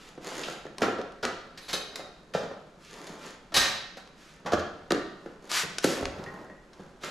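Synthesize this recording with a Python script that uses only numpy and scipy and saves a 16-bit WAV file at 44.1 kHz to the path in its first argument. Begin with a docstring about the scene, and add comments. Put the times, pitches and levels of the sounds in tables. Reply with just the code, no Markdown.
"""Fitting a pedal boat's pontoon

A limp vinyl pontoon is worked onto the metal struts of a pedal boat on a garage floor.
The hollow frame knocks and rings, the strut clinks and scrapes, and buckles snap close by.
The fabric rustles, squeaks and swishes under hands and sandals; hard walls answer everything."""
import sys
import numpy as np
from scipy import signal
from scipy.fft import rfft, irfft, next_fast_len
from scipy.io import wavfile

SR = 44100
rng = np.random.default_rng(int(sys.argv[2]) if len(sys.argv) > 2 else 0)


def log_audio(samples):
    """Write samples as a 16-bit WAV file to the path given in sys.argv[1]."""
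    # one column per channel
    frames = np.atleast_2d(samples).T
    # limit to full scale, then quantise
    limited = np.clip(frames, -1, 1)
    pcm = np.round(limited * 32767).astype(np.int16)
    wavfile.write(sys.argv[1], SR, pcm)


N = 313138
TIME = np.arange(N) / SR

# The frame's lingering ring, set off by blows and by the strut: pitch_hz, width_hz, gain_db
FRAME_RING = [(332, 10, 1), (548, 12.4, 9.5), (724, 99, 1.5), (750, 13, -7.5), (1110, 12, -0.5),
              (1342, 3.3, 13.5), (1690, 5.9, -7), (1850, 15, 15)]


def from_db(db):
    """Decibels to gain."""
    return 10 ** (np.asarray(db) / 20)


def at_hz(points, hz):
    """Read a curve on a log-frequency axis."""
    points_hz, values = np.transpose(points)
    return np.interp(np.log(np.maximum(hz, 1)), np.log(points_hz), values)


def unit_energy(x):
    """Scale so that the squares sum to one."""
    return x / np.sqrt(np.sum(x ** 2) + 1e-20)


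def at_level(x, db):
    """Give a short sound the energy of 10 ms at this level."""
    return unit_energy(x) * from_db(db) * np.sqrt(SR / 100)


def add(track, start_s, sound):
    """Mix a sound into the track."""
    start = max(int(start_s * SR), 0)
    track[start:start + len(sound)] += sound[:max(N - start, 0)]


def colour(x, eq):
    """Minimum-phase EQ, so nothing rings ahead of an attack."""
    size = 2 * next_fast_len(len(x) // 2 + 1024)
    gain = from_db(at_hz(eq, np.fft.rfftfreq(size, 1 / SR)))
    cepstrum = irfft(np.log(gain))
    cepstrum[1:size // 2] *= 2
    cepstrum[size // 2 + 1:] = 0
    return irfft(rfft(x, size) * np.exp(rfft(cepstrum)))[:len(x)]


def resonate(x, modes):
    """Parallel resonances, each with its own peak gain."""
    out = 0
    for pitch_hz, width_hz, gain_db in modes:
        radius = np.exp(-np.pi * width_hz / SR)
        poles = [1, -2 * radius * np.cos(2 * np.pi * pitch_hz / SR), radius ** 2]
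        ring = signal.lfilter([1, 0, -1], poles, x + 1e-18)
        out = out + from_db(gain_db) * (1 - radius ** 2) / 2 * ring
    return out


def band(x, low_hz, high_hz):
    """Gentle band-pass."""
    return signal.sosfilt(signal.butter(2, [low_hz, high_hz], "band", fs=SR, output="sos"), x + 1e-18)


def grit(size, grain_db, max_steps):
    """Noise of uneven grains, like countless tiny slips."""
    return rng.standard_normal(size) * from_db(grain_db * np.minimum(rng.exponential(1, size), max_steps))


def texture(eq, grain_db):
    """A steady bed of coloured grit at rms 1."""
    return unit_energy(colour(grit(N, grain_db, max_steps=6), eq)) * np.sqrt(N)


def contact(decay_s, impact, rise_s=.0003, size=12000):
    """Force of one touch: chatter swells and dies, with an impact that stands out if the touch is brief."""
    t = np.arange(size) / SR
    chatter = grit(size, grain_db=2.5, max_steps=5)
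    force = unit_energy(chatter * np.exp(-t / decay_s) * (1 - np.exp(-t / rise_s)))
    force[int(rise_s * SR)] += impact * min(1, 0.004 / decay_s)
    return force


def room_air():
    """Faint, dark room tone."""
    # Tone of the air: frequency_hz, gain_db
    air_eq = [(20, 1.5), (45, 3), (95, -10.5), (180, 4), (290, -4), (555, -6), (865, -18.5), (1310, -11.5),
              (2480, -20), (6910, -28), (12000, -41), (15000, -69)]
    return from_db(-56.5) * texture(air_eq, grain_db=2.5)


def garage_tail(size=48000):
    """Dense wall echoes; each octave dies at its own rate."""
    # Reverb time, before the limits below: frequency_hz, t60_s
    reverb_times = [(100, 0.7), (400, 0.71), (1500, 0.66), (4000, 0.78), (8000, 0.45), (14000, -1.1)]
    # Tone of the echoes: frequency_hz, gain_db
    echo_eq = [(100, -1), (400, -4), (1500, 1.5), (4000, -3.5), (8000, -3.5), (14000, -14.5)]
    t, hz = np.arange(size) / SR, np.fft.rfftfreq(size, 1 / SR)
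    white, tail = rfft(rng.standard_normal(size)), 0
    build_up = np.clip((t - .003) / 0.0025, 0, 1)
    for centre_hz in 62.5 * 2.0 ** np.arange(9):
        octave = np.maximum(1 - np.abs(np.log2((hz + 1) / centre_hz)), 0)
        t60_s = np.clip(at_hz(reverb_times, centre_hz), .25, 1.3)
        envelope = unit_energy(build_up * np.exp(-np.log(1000) * t / t60_s))
        tail = tail + irfft(white * octave) * envelope * from_db(at_hz(echo_eq, centre_hz))
    return tail


def garage(send):
    """The work moves from spot to spot, each with its own pattern of echoes."""
    # Boundaries of the stays at each spot: time_s
    spots = [0, .8, 1.6, 2.3, 3.4, 4.3, 4.85, 5.4, 5.82, 6.2, 7.2]
    out = np.zeros(N)
    for start_s, end_s in zip(spots, spots[1:]):
        add(out, start_s, signal.fftconvolve(send[int(start_s * SR):int(end_s * SR)], garage_tail()))
    return out


def stroke(start_s, length_s, attack_s=0.065, release_s=0.041):
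    """Envelope of one pull: the hand gathers speed, holds, and the fabric settles."""
    attack = np.clip((TIME - start_s) / attack_s, 0, 1)
    return attack * np.exp(-np.clip((TIME - start_s - length_s) / release_s, 0, 20))


def fabric(creases_per_s=44):
    """Folds rumple low and the surface hisses; each crease that flips gives a crinkle and a small bump."""
    # Pulls that drag and fold the fabric: start_s, length_s, rumple_db, hiss_db
    strokes = [(-0.08, 0.16, -58.5, -49.5), (0.201, 0.31, -44, -41), (0.497, 0.12, -64, -59),
               (0.763, 0.1, -38, -47), (1.874, 0.13, -49.5, -80), (2.784, 0.34, -76, -50.5),
               (2.89, 0.38, -50, -57), (3.167, .12, -51.5, -46), (4.14, .18, -79, -53.5),
               (5.154, 0.17, -56.5, -64), (5.402, 0.36, -53, -55.5), (5.856, 0.16, -41, -42.5),
               (6.053, 0.37, -46.5, -60), (6.706, 0.13, -57.5, -61.5), (7.003, 0.066, -43, -37)]
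    # Low body of the folds: frequency_hz, gain_db
    rumple_eq = [(70, -25), (160, -0.5), (400, 5), (650, 1), (950, -0.5), (1500, -6), (2000, -20),
                 (3000, -40)]
    # Bright rub of the surface: frequency_hz, gain_db
    hiss_eq = [(700, -18), (1300, 2), (2200, -1), (3200, -1), (5000, -4), (7200, -8), (8800, -16.5),
               (11000, -15.5), (15000, -33)]
    rumple, hiss = from_db(-63), from_db(-75)  # stirring under the hands between strokes
    for start_s, length_s, rumple_db, hiss_db in strokes:
        pull = stroke(start_s, length_s)
        rumple = np.hypot(rumple, from_db(rumple_db) * pull)
        hiss = np.hypot(hiss, from_db(hiss_db) * pull)
    flips = (rng.random(N) < creases_per_s / SR) * rng.uniform(-0.99, 1, N)
    creases = signal.fftconvolve(flips, contact(decay_s=.0012, impact=.4))[:N]
    crinkle, bumps = (unit_energy(colour(creases, eq)) * np.sqrt(N) for eq in (hiss_eq, rumple_eq))
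    surface = texture(hiss_eq, grain_db=3.0) + from_db(-4.5) * crinkle
    folds = texture(rumple_eq, grain_db=3.5) + from_db(-5.5) * bumps
    return from_db(-1) * rumple * folds + from_db(-5) * hiss * surface


def swishes():
    """Fast, smooth slides over taut vinyl speed up and slow to a stop."""
    # Slides: start_s, rise_s, length_s, peak_db
    slides = [(5.491, 0.084, 0.16, -25.5), (5.824, 0.024, 0.18, -32)]
    # Tone of rubbed vinyl: frequency_hz, gain_db
    vinyl_eq = [(200, -22), (700, -3), (1400, 3.5), (2500, 1.5), (4500, 1), (7500, -3), (8800, -11),
                (10500, -9.5), (12500, -13.5), (15500, -39)]
    level = 0
    for start_s, rise_s, length_s, peak_db in slides:
        speed = np.interp(TIME - start_s, [0, rise_s, length_s], [0, 1, 0])
        level = level + from_db(peak_db) * speed ** 0.76
    return level * texture(vinyl_eq, grain_db=3.0)


def squeaks():
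    """Vinyl sticks and slips rapidly, keeping one resonance going."""
    # Squeaky rubs: start_s, level_db, pitch_hz, width_hz, decay_s
    rubs = [(.434, -35, 3000, 910, 0.012), (6.262, -41.5, 1890, 50, 0.016), (6.445, -56, 1890, 30, 0.014),
            (6.497, -51, 1895, 50, 0.0066), (6.575, -59, 1885, 30.8, 0.0086)]
    out = np.zeros(N)
    for start_s, level_db, pitch_hz, width_hz, decay_s in rubs:
        slips = band(contact(decay_s, impact=0), pitch_hz / 1.64, pitch_hz * 2.0)
        add(out, start_s, at_level(resonate(slips, [(pitch_hz, width_hz, 0)]), level_db))
    return out


def thumps():
    """Soft, heavy landings carry only bass."""
    # Weight meeting the floor: start_s, level_db
    landings = [(4.533, -40), (4.921, -43), (6.024, -32)]
    out = np.zeros(N)
    for start_s, level_db in landings:
        force = contact(decay_s=0.029, impact=0.52)
        add(out, start_s, at_level(band(force, 18, 106), level_db))
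    return out


def snaps():
    """Short dry cracks led by one sharp impact, duller where the contact is soft."""
    # Buckles and vinyl snapping close by: start_s, level_db, high_cut_hz, decay_s
    cracks = [(.783, -39, 6660, .002), (1.015, -44.5, 3400, 0.0015), (1.121, -58, 7000, .004),
              (1.252, -28, 5060, 0.00086), (3.069, -47.5, 9900, 0.0066), (4.075, -55, 5000, 0.0022),
              (4.92, -28.5, 8800, 0.0013), (5.516, -32.5, 10100, 0.0019), (5.784, -29, 7060, 0.003),
              (5.842, -26.5, 13100, 0.0056), (6.055, -31.5, 4040, 0.0015), (6.24, -49, 5970, 0.0027),
              (6.732, -53.5, 5800, 0.01)]
    # Tone of a snap: frequency_hz, gain_db
    snap_eq = [(300, -2.5), (1100, 5.5), (2500, 1.5), (5500, 4.5), (8500, -1.5), (11000, -1),
               (15000, -21.5)]
    out = np.zeros(N)
    for start_s, level_db, high_cut_hz, decay_s in cracks:
        crack = colour(contact(decay_s, impact=.55, rise_s=.0001), snap_eq)
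        add(out, start_s, at_level(band(crack, 210, high_cut_hz), level_db))
    return out


def strut():
    """Metal chatters along the tube, which rings and passes the shaking on to the frame."""
    # Clinks and scrapes: start_s, level_db, decay_s, rise_s, ring_send_db
    clinks = [(1.574, -42.5, 0.017, 0.0015, -35), (1.612, -51.5, 0.16, .003, 3.5),
              (1.68, -34, 0.027, 0.017, -16), (1.73, -30, 0.024, 0.00076, -1),
              (1.957, -39, 0.0055, 0.00024, -4.5), (3.541, -22.5, 0.05, 0.00069, -4),
              (3.562, -20, 0.02, .004, -4), (3.605, -22.5, 0.046, 0.0065, -30),
              (3.97, -51, 0.024, 0.00088, -10)]
    # Tone of metal on metal: frequency_hz, gain_db
    metal_eq = [(300, -3.5), (900, -1), (1800, 1), (3000, -1.5), (4300, 2), (6500, -4), (8800, -13),
                (10600, -19.5), (13000, -15), (15500, -60)]
    # The tube's ring: pitch_hz, width_hz, gain_db
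    tube_modes = [(2540, 29, 7), (3030, 51, 7.3), (3836, 80.5, 8.7), (3950, 83, 11.3), (4130, 90, 5.9),
                  (4350, 44, 6.6), (4750, 45, 4.3), (4915, 37, 8.7), (5170, 40, 4.5), (6250, 80, 8.8),
                  (7700, 200, 6), (10380, 480, 18.6), (11800, 99, 10.5)]
    scrape, ring_send = np.zeros(N), np.zeros(N)
    for start_s, level_db, decay_s, rise_s, ring_send_db in clinks:
        touch = at_level(colour(contact(decay_s, impact=0.029, rise_s=rise_s), metal_eq), level_db)
        add(scrape, start_s, touch)
        add(ring_send, start_s, touch * from_db(ring_send_db))
    frame_ring = from_db(-7) * resonate(scrape, FRAME_RING)
    return from_db(1.0) * (scrape + resonate(ring_send, tube_modes) + frame_ring)


def blow(hardness_db, knock_hz, decay_s, rise_s, thud_db):
    """A crack at the contact, then frame and floor answer; hardness and thud are relative to the knock."""
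    # Hollow knock of the frame: pitch_hz, width_hz, gain_db
    knock_modes = [(299, 180, 8), (382, 340, 0.5), (512, 176, -4), (696, 68, 0.5)]
    # Plastic clack of its walls: pitch_hz, width_hz, gain_db
    clack_modes = [(973, 180, 3.5), (1190, 56, 4), (1330, 160, 7), (1502, 140, 1.5), (1690, 115, 0),
                   (1970, 160, -6)]
    # Bright edge of the contact: frequency_hz, gain_db
    edge_eq = [(1600, -22), (2300, 0.5), (3100, 4), (4500, 1.5), (6800, -4), (8500, -15.5), (11000, -17.5),
               (15000, -30.5)]
    push = contact(decay_s, impact=1.98, rise_s=rise_s)
    rattle = contact(decay_s, impact=0.051, rise_s=rise_s)
    thud = at_level(band(push, 136, 223), thud_db)
    boom = at_level(band(push, 90, 132), thud_db - 11)
    knock = at_level(band(resonate(push, knock_modes), knock_hz / 1.55, knock_hz * 1.41), 0)
    # The thin walls radiate over only about an octave; two passes steepen its edges.
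    walls = band(band(resonate(rattle, clack_modes), 930, 2020), 930, 2020)
    clack = at_level(walls, hardness_db)
    edge = at_level(colour(rattle, edge_eq), -4 + 1.37 * hardness_db)  # grows faster than the clack
    lag = int(0.0008 * SR)
    return np.pad(clack + edge, (0, lag)) + np.pad(thud + boom + knock, (lag, 0))


def frame():
    """Sharp blows and soft flops both set the hollow frame ringing."""
    # Blows on the frame: start_s, level_db, hardness_db, knock_hz, decay_s
    blows = [(0.175, -38, -14.5, 430, 0.0079), (0.482, -35.5, -5, 460, .003),
             (0.651, -37, -14, 457, 0.0047), (0.665, -43, -7, 450, 0.0022), (0.817, -18, -4.5, 490, 0.023),
             (0.881, -25.5, -21, 453, 0.0079), (0.984, -29, -13, 467, 0.014),
             (1.227, -26.5, -0.5, 503, 0.041), (1.731, -31.5, -5.5, 550, 0.018),
             (1.992, -37.5, -6.5, 506, 0.014), (2.336, -39.5, 7, 480, 0.046),
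             (2.347, -21, -15.5, 577, 0.0077), (2.43, -34.5, -7.5, 515, 0.0097),
             (2.51, -36.5, -14, 643, 0.0078), (3.52, -42, -2, 500, 0.011), (3.562, -30.5, 5, 645, 0.02),
             (3.969, -43, -4, 697, 0.012), (4.459, -29.5, -3.5, 722, 0.023), (4.519, -26, -4, 580, 0.011),
             (4.532, -18.5, -7.5, 507, 0.0062), (4.59, -41.5, 2.5, 490, .013),
             (4.905, -22.5, -4, 420, 0.0046), (4.919, -20, -21, 377, 0.0048),
             (4.943, -23.5, -11, 320, 0.009), (5.258, -35, -13.5, 416, 0.0065),
             (5.842, -16, -13.5, 414, .0035), (6.006, -32, -23, 480, 0.011),
             (6.026, -28.5, -13.5, 490, 0.0021), (7.034, -38.5, 3, 453, 0.009)]
    # The limp pontoon flopping on the floor: start_s, level_db
    flops = [(3.087, -42), (4.446, -40), (5.631, -36.5), (6.185, -36.5), (6.268, -38.5), (6.496, -46.5),
             (6.791, -42.5)]
    hits = np.zeros(N)
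    for start_s, level_db, hardness_db, knock_hz, decay_s in blows:
        hit = blow(hardness_db, knock_hz, decay_s, rise_s=0.00173, thud_db=-9.5)
        add(hits, start_s, from_db(level_db) * hit)
    for start_s, level_db in flops:
        flop = blow(hardness_db=-11.5, knock_hz=430, decay_s=0.012, rise_s=.0035, thud_db=0.5)
        add(hits, start_s, from_db(level_db) * flop)
    return from_db(-1.5) * (hits + from_db(-11) * resonate(hits, FRAME_RING))


def scene():
    """Direct sound sits near the middle; echoes and room air spread to the sides."""
    # Stereo width: frequency_hz, side_gain_db
    width_eq = [(40, -15), (150, -16), (500, -12.5), (1000, -8), (2000, -6), (4000, -5.5), (8000, -11.5),
                (13000, 1)]
    far = frame() + thumps() + strut() + squeaks() + fabric()
    near = snaps() + swishes()
    send = far + from_db(-5.0) * near
    mid_air, side_air = room_air(), room_air()
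    mid = far + near + garage(send) + mid_air
    # The highest treble leans left, the rest slightly right.
    lean = from_db(-12) * band(mid, 10000, 15700) - from_db(-31.5) * mid
    side = colour(garage(send) + side_air + from_db(-11.5) * near, width_eq) + lean
    return np.array([mid + side, mid - side])


def record(dry):
    """A steep high cut at 15.3 kHz."""
    return signal.sosfilt(signal.ellip(10, .2, 80, 15300, fs=SR, output="sos"), dry)


dry = scene()
out = record(dry)
log_audio(out)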